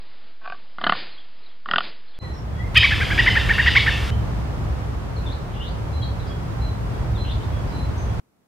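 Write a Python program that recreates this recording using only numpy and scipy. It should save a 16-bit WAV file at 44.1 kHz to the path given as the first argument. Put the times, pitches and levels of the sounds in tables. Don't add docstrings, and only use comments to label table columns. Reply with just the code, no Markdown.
import sys
import numpy as np
from scipy import signal
from scipy.fft import rfft, irfft, next_fast_len
from scipy.io import wavfile
from scipy.ndimage import map_coordinates

SR = 44100
rng = np.random.default_rng(int(sys.argv[2]) if len(sys.argv) > 2 else 0)


def materialize(psi):
    bounded = np.clip(np.atleast_2d(psi).T, -1, 1)
    quanta = np.round(bounded * 32767).astype(np.int16)
    wavfile.write(sys.argv[1], SR, quanta)


N = 373527
T = np.arange(N) / SR
PEN_END_S, GARDEN_END_S = 2.1895, 8.2


def amp(db):
    return 10 ** (np.asarray(db) / 20)


def unit_rms(x):
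    return x / np.sqrt(np.mean(x ** 2) + 1e-20)


def along(points, hz):
    freqs, values = np.transpose(points)
    return np.interp(np.log(hz + 1), np.log(freqs + 1), values)


def curves(rows):
    times, *columns = np.transpose(rows)
    return [np.interp(T, times, column) for column in columns]


def wobble(rate):
    knots = rng.standard_normal(int(N * rate / SR) + 4)
    return np.interp(T, T[::8], map_coordinates(knots, [T[::8] * rate]))


def filtered(x, response):
    n = np.shape(x)[-1]
    padded = next_fast_len(n + SR // 2)
    return irfft(rfft(x, padded) * response(np.fft.rfftfreq(padded, 1 / SR)), padded)[..., :n]


def between(start, end):
    return np.clip(np.minimum(T - start, end - T) * SR / 20, 0, 1)


def hiss(spectrum):
    gain = lambda hz: amp(along(spectrum, hz) - 90 * (hz < spectrum[0][0] / 2))
    return unit_rms(filtered(rng.standard_normal(N), gain))


# frequency in Hz, left-right correlation.
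CORRELATION = [(60, 1), (180, 0.59), (550, 0.092), (1650, -0.082), (4970, -0.21), (15000, -0.16)]
def stereo_hiss(spectrum):
    angle = lambda hz: np.arccos(np.clip(along(CORRELATION, hz), -1, 1)) / 2
    noises = np.array([hiss(spectrum), hiss(spectrum)])
    mid, side = filtered(noises, lambda hz: [np.cos(angle(hz)), np.sin(angle(hz))])
    return unit_rms(np.array([mid + side, mid - side]))


# frequency in Hz, reverberation time as a multiple of decay_s.
DECAY_RATIOS = [(800, 0.93), (2500, 0.94), (6000, 0.51), (12000, 0.32)]
def echoes(x, decay_s, channels):
    hz, t, noise = signal.stft(rng.standard_normal((channels, SR)), SR, nperseg=256)
    t60 = decay_s * along(DECAY_RATIOS, hz)[:, None]
    tail = signal.istft(noise * amp(-60 * t / t60), SR, nperseg=256)[1]
    return signal.fftconvolve(x[None], tail / np.linalg.norm(tail[0]), axes=1)[:, :N]


# time in seconds, level of the bright band in dB.
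PEN_HISS_LEVELS = [(0, -49.5), (.3, -51), (.39, -57), (.5, -47), (.76, -54.5), (1.28, -54.5), (1.48, -50),
                   (1.62, -57), (2.03, -54.5), (2.18, -50.5)]
# frequency in Hz, relative level in dB.
BRIGHT_BAND = [(900, -16), (1800, 2.5), (3000, 3.5), (5000, 1)]
DULL_BAND = [(60, -12.5), (200, -5.5), (1400, -9.5), (2600, -19.5)]
def pen_hiss():
    floor, snort = amp(curves(PEN_HISS_LEVELS)[0]), snort_envelope()
    dull = amp(-4) * floor + amp(-9.5) * snort + rasp_envelope()
    return (floor + snort) * hiss(BRIGHT_BAND) + dull * hiss(DULL_BAND)


def snout_response(hz, formants, treble_db, chance):
    response = 0
    for k, ((centre, width, db), (detune, resize)) in enumerate(zip(formants, chance)):
        upper = centre > 2300
        gain = (-1) ** (k + upper) * amp(db + 1.5 * resize + treble_db * upper)
        damping = 1j * hz * width
        response += gain * damping / ((centre * (1 + .014 * detune)) ** 2 - hz ** 2 + damping)
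    return response


def flap(formants, lead_db, treble_db):
    n = 4096
    hz, t = np.fft.rfftfreq(n, 1 / SR), np.arange(n) / SR
    pulse = 1j * hz / (110 + 1j * hz) / (1 + 1j * hz / 5000) ** 2
    lead = amp(lead_db) / (1 + 1j * hz / 2500) ** 2 * np.exp(2j * np.pi * hz * .00324)
    puff = rfft(amp(-21.5 - 60 * t / .024) * rng.standard_normal(n)) * 1j * hz / (500 + 1j * hz)
    chance = rng.standard_normal((len(formants), 2))
    nominal_peak = np.abs(irfft(snout_response(hz, formants, 0, 0 * chance))).max()
    spectrum = (puff - pulse * (1 + lead)) * snout_response(hz, formants, treble_db, chance)
    return np.roll(irfft(spectrum), n // 8) / nominal_peak


# resonance in Hz, bandwidth in Hz, relative gain in dB.
SOFT_FORMANTS = [(724, 58, 3), (1140, 39, 5), (1530, 87, 2), (2500, 220, -9)]
MIDDLE_FORMANTS = [(179, 45, -3.5), (717, 82, -0.5), (1165, 100, 3), (1443, 75, 2), (1730, 108, -4.5),
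                   (2077, 42, -4.5), (3090, 245, -5.5), (4310, 380, -16)]
LAST_FORMANTS = [(181.4, 84, -10.5), (720, 110, -8.5), (1176, 103, -0.5), (1445, 110, 0.5),
                 (1874, 120, -3.5), (2945, 300, -1.5), (3490, 310, -12), (4710, 300, -23.5)]
# start and end in seconds, first and settled pulse gap in ms, first and peak level in dB,
# rise time in seconds, then last pulse's drop, lead pulse's relative level and brightening, all in dB.
GRUNT_TRAINS = [(.414, .462, 4.6, 4.6, -46, -24, .046, 0, -25, 0),
                (.4762, .555, 23.6, 22.6, -23.5, -23, .04, 8, -18, 0),
                (.784, .935, 30, 26.8, -22, -4.5, .065, 1.5, 1, 3),
                (1.6585, 1.818, 29, 23.2, -17, -3, .058, 6, -18, 9)]
# time in seconds, level in dB.
LOOSE_FLAPS = [(.9335, -17), (.951, -21.5)]
def pig_grunts():
    flaps = [(s, db, MIDDLE_FORMANTS, -np.inf, 0) for s, db in LOOSE_FLAPS]
    shapes = [SOFT_FORMANTS, SOFT_FORMANTS, MIDDLE_FORMANTS, LAST_FORMANTS]
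    for (start, end, first_ms, settled_ms, *effort), formants in zip(GRUNT_TRAINS, shapes):
        first_db, peak_db, rise_s, drop_db, lead_db, brighten_db = effort
        gaps_ms = settled_ms + (first_ms - settled_ms) * .3 ** np.arange(12)
        times = start + np.r_[0, np.cumsum(gaps_ms)] / 1000
        times = times[times < end]
        progress = (times - start) / (times[-1] - start)
        swell = np.minimum((times - start) / rise_s, 1) ** 2
        levels = first_db + (peak_db - first_db) * swell - drop_db * (progress == 1)
        leads = lead_db - 27 * (2 * progress - 1) ** 2
        flaps += zip(times, levels, [formants] * len(times), leads, brighten_db * (progress - 1))
    direct = np.zeros(N)
    for s, db, *shape in flaps:
        sound = flap(*shape)
        direct[round(s * SR) - len(sound) // 8:][:len(sound)] += amp(db) * sound
    return direct + amp(-20.5) * echoes(direct, decay_s=.14, channels=1)[0]


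def rasp_envelope():
    return sum(amp(peak_db - 34) * np.sin(np.pi * np.clip((T - start) / (end - start), 0, 1))
               for start, end, _, _, _, peak_db, *_ in GRUNT_TRAINS)


# peak time in seconds, peak level in dB, decay in dB per second.
SNORT_PEAKS = [(0.972, -27.5, 109), (1.849, -30, 172)]
def snort_envelope():
    return sum(amp(db - np.where(T < s, 190 * (s - T), fade * (T - s))) for s, db, fade in SNORT_PEAKS)


def sing(notes, jitter_hz, echo_db):
    jitter, flutter = wobble(350), amp(4.5 * wobble(60))
    direct = np.zeros(N)
    for start, length, from_hz, to_hz, db in notes:
        span = slice(round(start * SR), round((start + length) * SR))
        progress = (T[span] - start) / length
        pitch = from_hz + (to_hz - from_hz) * progress + jitter_hz * jitter[span]
        envelope = amp(db) * np.abs(np.sin(np.pi * np.abs(progress) ** .66)) * flutter[span]
        direct[span] += envelope * np.sin(2 * np.pi * np.cumsum(pitch) / SR)
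    return direct + amp(echo_db) * echoes(direct, decay_s=.46, channels=2)


# start in seconds, level in dB.
CHIRP_STARTS = [(1.115, -49), (1.43, -54), (2.078, -50)]
# delay and length in seconds, first and last pitch in Hz.
CHIRP_PARTS = [(0, .03, 4150, 4450), (.024, .03, 4300, 3600), (.058, .03, 3200, 3520),
               (.086, .022, 3300, 3200)]
def pen_birds():
    notes = [(s + delay, *glide, db) for s, db in CHIRP_STARTS for delay, *glide in CHIRP_PARTS]
    return sing(notes, jitter_hz=80, echo_db=-9)[0]


# time in seconds, rumble level in dB, road hiss level in dB.
TRAFFIC_LEVELS = [(2.19, -75, -66), (2.225, -30.5, -39.5), (2.7, -25.5, -37), (3.2, -21.5, -30.5),
                  (4.1, -23, -34), (5.2, -26.5, -36), (6.5, -24, -35.5), (8.2, -24, -34)]
# frequency in Hz, relative level in dB.
RUMBLE_BAND = [(15, -32), (25, -16.5), (45, 0), (70, 5.5), (92, -3.5), (109, 5), (124, -2), (220, -13.5),
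               (400, -56.5)]
ROAD_BAND = [(100, -28), (250, 0), (1040, -6.5), (2460, -19.5), (5500, -28.5), (11000, -40), (15500, -47)]
def traffic():
    rumble_db, road_db = curves(TRAFFIC_LEVELS)
    rumble = amp(rumble_db + .54 * wobble(3.6)) * stereo_hiss(RUMBLE_BAND)
    road = amp(road_db + .52 * wobble(5.3)) * stereo_hiss(ROAD_BAND)
    return amp([[-.3], [.3]]) * (rumble + road)


# start and high note's length in seconds, high and low note's level in dB.
TWO_NOTE_WHISTLES = [(2.194, 0.15, -49, -59), (5.926, 0.084, -45, -53.5), (6.603, 0.16, -49, -57),
                     (7.17, 0.11, -46, -60), (7.714, 0.18, -45.5, -66)]
# start and length in seconds, first and last pitch in Hz, level in dB.
CLEAR_CHIRPS = [(2.208, 0.14, 2005, 1827, -50), (2.557, 0.14, 1833, 2270, -45.5),
                (4.106, 0.048, 2920, 3340, -42), (5.163, 0.052, 4340, 3640, -49),
                (5.234, 0.027, 2630, 2680, -46), (5.255, 0.044, 3800, 3080, -43),
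                (5.289, 0.024, 3945, 3390, -43), (5.312, 0.026, 3500, 4800, -44),
                (6.013, 0.043, 3270, 3310, -46), (7.147, 0.037, 3900, 3150, -41.5)]
def clear_birds(high_hz=4060, low_hz=3320):
    high = [(s, length, high_hz, high_hz, db) for s, length, db, _ in TWO_NOTE_WHISTLES]
    low = [(s + .32, .15, low_hz, low_hz, db) for s, _, _, db in TWO_NOTE_WHISTLES]
    return sing(high + low + CLEAR_CHIRPS, jitter_hz=25, echo_db=1)


# start and length in seconds, first and last pitch in Hz, level in dB.
HOARSE_CALLS = [(2.33, 0.08, 5500, 5400, -56), (5.5, 0.12, 3000, 3000, -50), (5.597, 0.06, 2790, 3240, -42),
                (5.638, 0.06, 3300, 4220, -44), (6.015, 0.075, 4000, 4350, -46),
                (6.188, 0.062, 4340, 3360, -49.5), (6.265, 0.045, 4700, 5050, -50),
                (7.241, 0.07, 3000, 3080, -42), (7.291, 0.05, 3310, 3950, -43),
                (7.401, 0.06, 3140, 4320, -46), (7.67, 0.06, 5100, 4700, -52),
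                (7.948, 0.2, 6250, 6060, -57)]
def hoarse_birds():
    strands = [(s + .012, length, 1.2 * from_hz, 1.14 * to_hz, db - 7)
               for s, length, from_hz, to_hz, db in HOARSE_CALLS if from_hz < 3500]
    return sing(HOARSE_CALLS + strands, jitter_hz=190, echo_db=2.5)


# middle in seconds, top pitch in Hz, source level in dB, upper overtones' gain in dB.
CHATTER_NOTES = [(2.776, 639.4, -12.5, 7), (2.847, 1170, -9, -7), (2.929, 887, -13, -9),
                 (3.024, 820, -14.5, -13), (3.123, 848, -14.5, -13), (3.199, 975, -9.5, -7),
                 (3.282, 1035, -7.5, -13), (3.374, 927, -10, -12), (3.512, 936, -10, -15),
                 (3.603, 948, -9.5, -15), (3.68, 994, -8.5, -7), (3.773, 1136, -7, -7),
                 (3.884, 919, -10, -13)]
# frequency in Hz, gain of the mouth in dB.
MOUTH_RESPONSE = [(600, -37.5), (1150, -20), (1400, -11.5), (1900, -2.5), (2300, -2.5), (2800, -3),
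                  (3400, -5.5), (3700, -17.5), (4300, -26), (4750, -14), (6000, -36.5), (9000, -53)]
def chatter_voice(note_s=.046, rest_hz=470):
    n = round(note_s * SR)
    u = np.linspace(-1, 1, n)
    peak, onset = (1 - u ** 2) ** 3.5, .38 * (1 - u ** 8) * (1 - u)
    direct, away = np.zeros((2, N))
    shake, scatter = wobble(600), wobble(500)
    for middle, top_hz, db, upper_db in CHATTER_NOTES:
        first = round(middle * SR) - n // 2
        span = slice(first, first + n)
        rasp = (top_hz - 500) / 560
        arch = top_hz - (top_hz - rest_hz) * np.abs(u) ** 1.75
        pitch = arch + 62 * rasp * (.15 + u ** 2) * shake[span]
        phase = 2 * np.pi * np.cumsum(pitch) / SR
        rough = rasp * scatter[span]
        for k in np.arange(1, 9, .5):
            halfway = amp(-1) * rasp ** 2 * (k > 3)
            size = amp(db + along(MOUTH_RESPONSE, k * arch)) * (halfway if k % 1 else 1)
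            upper = np.clip((k * arch - 2150) / 300, 0, 1) * (k * top_hz > 2400)
            high = (peak + .5 * onset) * amp(upper_db) * np.sin(k * phase + .33 * k * k + 1.85 * rough)
            low = (peak + onset) * amp(2.34 * rough) * np.sin(k * phase + .26 * k * k)
            direct[span] += size * (upper * high + (1 - upper) * low)
            away[span] += upper * size * peak * amp(-2.5) * np.sin(k * phase) * (k % 1 == 0)
    return direct, away


# frequency in Hz, relative level in dB.
CHATTER_BAND = [(500, -28), (1000, 0), (3000, 1), (8000, -18.5), (14300, -27.5), (15500, -47)]
def chatter():
    direct, away = chatter_voice()
    echo = amp(-16) * np.roll(direct, round(.034 * SR))
    ring = echoes(np.roll(direct + away, round(.02 * SR)), decay_s=.6, channels=1)[0]
    leaves = lambda hz: 2 * hz ** 3 / (hz ** 3 + 2700 ** 3)
    far = amp(-7.5) * filtered(ring, leaves)
    return (direct + echo + far + amp(-33.5) * hiss(CHATTER_BAND)) * between(2.745, 4.105)


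# frequency in Hz, relative level in dB.
PADDOCK_BAND = [(18, -40), (30, -13), (167, 1.5), (1170, -13), (3150, -24.5), (15000, -29)]
def paddock_air(settle_s=.0071):
    elapsed = np.maximum(T - GARDEN_END_S, 0)
    return amp(-64.5 + 11 * np.exp(-elapsed / settle_s)) * stereo_hiss(PADDOCK_BAND)


def scene():
    pen = pig_grunts() + pen_hiss() + pen_birds()
    dull_pen = filtered(pen, lambda hz: hz < 5030) + .0336
    garden = traffic() + clear_birds() + hoarse_birds() + chatter()
    return (dull_pen * (T < PEN_END_S) + garden * between(PEN_END_S, GARDEN_END_S)
            + paddock_air() * between(GARDEN_END_S, 9))


def record(dry):
    return filtered(np.clip(dry, -.96, .96), lambda hz: hz < 15700)


dry = scene()
out = record(dry)
materialize(out)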